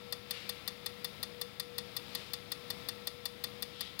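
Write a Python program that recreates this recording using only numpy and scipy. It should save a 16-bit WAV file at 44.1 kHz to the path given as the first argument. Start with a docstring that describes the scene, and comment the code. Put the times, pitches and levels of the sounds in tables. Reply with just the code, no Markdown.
"""A test bench hums and hisses in a workshop, its pump and fan running steadily. Close to the microphone,
fuel injectors click in step, about five and a half times a second. Each click is two impacts, the needles
opening and snapping shut, that ring the rail, its tubes and the frame; the room answers with a short tail.
One faint knock comes near the end. Nearly all the sound is in the left channel."""
import sys
import numpy as np
from scipy import signal
from scipy.fft import rfft, irfft
from scipy.io import wavfile
from scipy.ndimage import uniform_filter1d

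SR = 44100
rng = np.random.default_rng(int(sys.argv[2]) if len(sys.argv) > 2 else 0)


def persist_wave(psi):
    """Save psi, clipped to +-1, as 16-bit WAV."""
    counts = np.round(np.clip(psi, -1, 1) * 32767).astype(np.int16)
    wavfile.write(sys.argv[1], SR, np.atleast_2d(counts).T)


N = 176400

# hum of pump and fan (frequency [Hz], rms level [dB], unsteadiness [0-1])
HUM_TONES = [(50.4, -74.5, .3), (74.7, -66.5, 0.45), (101, -65, 0.4), (201.8, -60.5, 0.3), (357, -78, 0.46),
             (1334, -62.5, 0.22), (2098, -71.5, 0.2)]
# wavering of the strongest hum tone (time [s], rms level [dB])
DRONE_LEVELS = [(0, -52), (.12, -48.5), (.23, -55.5), (.33, -49), (.42, -57), (.52, -48), (.63, -62),
                (.71, -50), (.78, -56), (.92, -46), (.97, -55), (1.07, -49), (1.15, -61), (1.25, -52.5),
                (1.45, -46), (1.53, -63), (1.6, -52.5), (1.82, -45), (1.92, -55.5), (2.0, -48), (2.08, -61),
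                (2.16, -49), (2.25, -60), (2.35, -49), (2.44, -56), (2.54, -50), (2.93, -50.5), (3.15, -52),
                (3.63, -49.5), (3.9, -56.5), (4, -53)]
# steady rush of the machine (frequency [Hz], relative level [dB])
RUSH_COLOUR = [(25, -39), (45, -25), (75, -8.5), (110, -0.5), (170, 0.5), (300, -6.5), (550, -7.5),
               (900, -11), (1250, -10), (1500, -14), (2200, -8.5), (3000, -11.5), (3600, -7), (4300, -13.5),
               (5100, -13.5), (5800, -24.5), (7800, -28.5), (9200, -26), (15000, -26)]
# swells of the hiss (time [s], level [dB], centre [Hz], width [Hz], rise [s], fall [s])
HISS_SWELLS = [(.35, -42, 2900, 1690, .04, .18), (2.18, -46, 3350, 2800, 0.1, 0.14),
               (3.84, -42.5, 3360, 905, 0.091, 0.075)]
# the clicks as the microphone moves along the bench (time [s], relative level [dB])
MIC_NEARNESS = [(0, 1), (.6, 1.6), (1.3, 0.7), (2.4, 0.96), (3.4, 1.9), (4, 0)]
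# modes of rail and tubes (frequency [Hz], relative level [dB], t60 [s])
RAIL_MODES = [(1182, -15, 0.055), (1883, -2, 0.033), (2750, -14, 0.031), (3506, -4.5, 0.05),
              (3594, 3.5, 0.03), (3830, -7, 0.018), (4157, -2, 0.016), (4382, 2.5, 0.026), (4520, 0, .022),
              (4785, -5, 0.032), (4752, -1, 0.037), (5151, -3.5, 0.035), (6394, -15, 0.053),
              (10755, -8, 0.024)]
# impact of the needles opening (frequency [Hz], relative level [dB])
OPEN_COLOUR = [(300, -28), (1200, -6), (3000, -13), (3700, -4), (4400, 7.5), (5100, 2), (5900, -13),
               (8500, -17.5), (10000, 2), (11600, -12), (12900, 6), (13700, -3.5), (15000, 5), (16000, -17)]
# impact of the needles shutting (frequency [Hz], relative level [dB])
SHUT_COLOUR = [(300, -12), (700, -3.5), (1300, -14), (2900, -10.5), (3700, -6), (4700, -3), (5900, -10.5),
               (7400, -3.5), (10300, 1), (11600, 0.5), (12500, 0.5), (14500, -2.5), (16000, -6)]
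# dense ringing of the frame (frequency [Hz], relative level [dB])
FRAME_COLOUR = [(400, -18), (1500, -10.5), (3100, -12.5), (3600, 3), (4600, 4), (5300, -8), (5900, -15),
                (8000, -11), (10200, -11), (15000, -24.5)]
# the needles bounce on their seats (time after shutting [s], level [dB])
NEEDLE_BOUNCES = [(.0014, -16.5), (.0026, -18), (.0065, -23.5)]
# impact of one bounce (frequency [Hz], relative level [dB])
BOUNCE_COLOUR = [(300, -6), (700, -7.5), (1500, -10), (2800, 0), (3600, 3), (4600, 0), (5400, 4.5),
                 (6000, -9.5), (8000, -19), (10300, -7), (15000, -11.5)]
# reverberation of the workshop (frequency [Hz], relative level [dB])
ROOM_COLOUR = [(300, 8), (520, -3), (1200, -9), (2400, 4.5), (3700, -6), (5000, -3.5), (5900, -3),
               (8000, -8), (10000, -4.5), (15000, -16.5)]
# noise floor of the right channel (frequency [Hz], relative level [dB])
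FLOOR_COLOUR = [(30, -15), (90, -0.5), (250, -4), (1000, -11), (3000, -14.5), (7000, -19.5), (13500, -19.5),
                (15000, -13)]

FIRST_CLICK_S, PERIOD_S, NEEDLE_LIFT_S = .12437, .184177, .00315
OPEN_DB, SHUT_DB, RAIL_DB, FRAME_DB = -10.5, -12.5, -26.5, -13.5
OPEN_T60_S, SHUT_T60_S, FRAME_T60_S, BOUNCE_T60_S = .0079, .008, .05, .0085
RAIL_RISE_S, CONTACT_SCATTER = .0066, .28


def undb(db):
    """Decibels to gain."""
    return 10 ** (np.asarray(db) / 20)


def unit(x):
    """Scale to rms 1."""
    return x / np.sqrt(np.mean(x ** 2))


def colour(x, points, size=4096):
    """Causal filter through (frequency [Hz], level [dB]) points that keeps the power of white noise."""
    hz, db = np.array(points, float).T
    bin_hz = np.arange(size // 2 + 1) * SR / size
    gain = unit(undb(np.interp(np.log(bin_hz + 1), np.log(hz), db)))
    cepstrum = irfft(np.log(gain))
    cepstrum[1:size // 2] *= 2  # fold onto positive time for minimum phase
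    cepstrum[size // 2 + 1:] = 0
    return signal.oaconvolve(x, irfft(np.exp(rfft(cepstrum))))[:len(x)]


def fade(t60, size):
    """Exponential decay, 60 dB down after t60 seconds."""
    return np.exp(-np.log(1000) * np.arange(size) / SR / t60)


def burst(t60, size):
    """Dying noise of energy 1 with an even spectrum."""
    x, decay = rng.standard_normal(size), fade(t60, size)
    for _ in range(6):  # even out spectrum and envelope in turn
        x = irfft(np.exp(1j * np.angle(rfft(x * decay))), size)
        x = x / np.sqrt(np.abs(uniform_filter1d(x ** 2, size=31)) + 1e-18)
    return x * decay / np.linalg.norm(x * decay)


def walk(rate):
    """Smooth random motion of rms 1, taking rate steps a second."""
    hold = int(SR / rate)
    steps = np.repeat(rng.standard_normal(N // hold + 2), hold)
    smooth = uniform_filter1d(uniform_filter1d(steps, hold), hold)
    return unit(smooth[rng.integers(hold):][:N])


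def add(out, x, start_s):
    """Mix x into out from the given time."""
    i = min(max(int(round(start_s * SR)), 0), len(out))
    out[i:i + len(x)] += x[:len(out) - i]


def motor_tone(hz, unsteady, wavers_per_s=16):
    """A tone of rms 1 that wavers in level and phase."""
    phase = 2 * np.pi * (hz * np.arange(N) / SR + rng.random())
    along, across = (unsteady * walk(wavers_per_s) / np.sqrt(2) for _ in range(2))
    return unit((1 + along) * np.cos(phase) + across * np.sin(phase))


def hum():
    """Pump and fan: steady motor tones under one stronger, wavering drone."""
    drone_db = np.interp(np.arange(N) / SR, *np.array(DRONE_LEVELS).T)
    drone = undb(drone_db) * motor_tone(hz=483.5, unsteady=.14)
    return drone + sum(undb(db) * motor_tone(hz, unsteady) for hz, db, unsteady in HUM_TONES)


def hiss(rush_db=-48, waver_db=1.06):
    """Steady rush of the running machine, with a few brief swells."""
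    t = np.arange(N) / SR
    rush = unit(colour(rng.standard_normal(N), RUSH_COLOUR))
    out = undb(rush_db + waver_db * walk(rate=5.95)) * rush
    for at, db, hz, width_hz, rise, fall in HISS_SWELLS:
        band = signal.lfilter(*signal.iirpeak(hz, hz / width_hz, fs=SR), rng.standard_normal(N))
        band = unit(colour(band, [(5000, 3), (6000, -5.5)]))  # soften the treble
        swell = np.exp(-np.maximum((at - t) / rise, (t - at) / fall))
        out += undb(db) * band * swell
    return out


def injectors(size=4096):
    """Close up, the needles open, snap shut and bounce at a fixed rate, ringing rail and frame."""
    t, out = np.arange(size) / SR, np.zeros(N)
    starts = np.arange(FIRST_CLICK_S, N / SR, PERIOD_S)
    mic_gains = undb(np.interp(starts, *np.array(MIC_NEARNESS).T))
    rail = sum(undb(db) * np.sin(2 * np.pi * (hz * t + rng.random())) * fade(t60, size)
               for hz, db, t60 in RAIL_MODES)
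    rail *= undb(RAIL_DB) * (1 - np.exp(-t / RAIL_RISE_S))
    for start, gain in zip(starts, mic_gains):
        add(out, gain * rail, start)
    parts = [(0, OPEN_DB, OPEN_T60_S, OPEN_COLOUR),
             (NEEDLE_LIFT_S, SHUT_DB, SHUT_T60_S, SHUT_COLOUR),
             (NEEDLE_LIFT_S, FRAME_DB, FRAME_T60_S, FRAME_COLOUR)]
    parts += [(NEEDLE_LIFT_S + after, db, BOUNCE_T60_S, BOUNCE_COLOUR) for after, db in NEEDLE_BOUNCES]
    for lag, db, t60, points in parts:
        strike, decay, impacts = burst(t60, size), fade(t60, size), np.zeros(N)
        for start, gain in zip(starts, mic_gains):
            # the same strike every time, plus a little fresh contact noise
            contact = CONTACT_SCATTER * rng.standard_normal(size) * decay / np.linalg.norm(decay)
            add(impacts, gain * (strike + contact), start + lag)
        out += undb(db) * colour(impacts, points)
    return out


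def workshop(direct, db=-13.5, t60=.4):
    """The room's diffuse tail, reaching the microphone behind the direct sound."""
    tail = rng.standard_normal(SR) * fade(t60, SR)
    tail = colour(tail / np.linalg.norm(tail), ROOM_COLOUR)
    return undb(db) * signal.fftconvolve(direct, tail)[:N]


def knock(hz=1150, db=-34.5, t60=.0068):
    """One soft, dull tap: a single mode that dies at once."""
    t, out = np.arange(SR) / SR, np.zeros(N)
    tap = np.sin(2 * np.pi * hz * t) * fade(t60, SR)
    add(out, undb(db) * tap, start_s=3.4865)
    return out


def scene(leak_db=-53, floor_db=-72.5):
    """The bench on the left channel; on the right, only a trace of it and a faint noise floor."""
    direct = injectors() + knock()
    left = hum() + hiss() + direct + workshop(direct)
    noise_floor = unit(colour(rng.standard_normal(N), FLOOR_COLOUR))
    right = undb(leak_db) * left + undb(floor_db) * noise_floor
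    return np.array([left, right])


def record(dry, top_hz=15800):
    """The recorder cuts the top of the treble steeply."""
    return signal.sosfilt(signal.ellip(10, .2, 70, top_hz, fs=SR, output="sos"), dry)


dry = scene()
out = record(dry)
persist_wave(out)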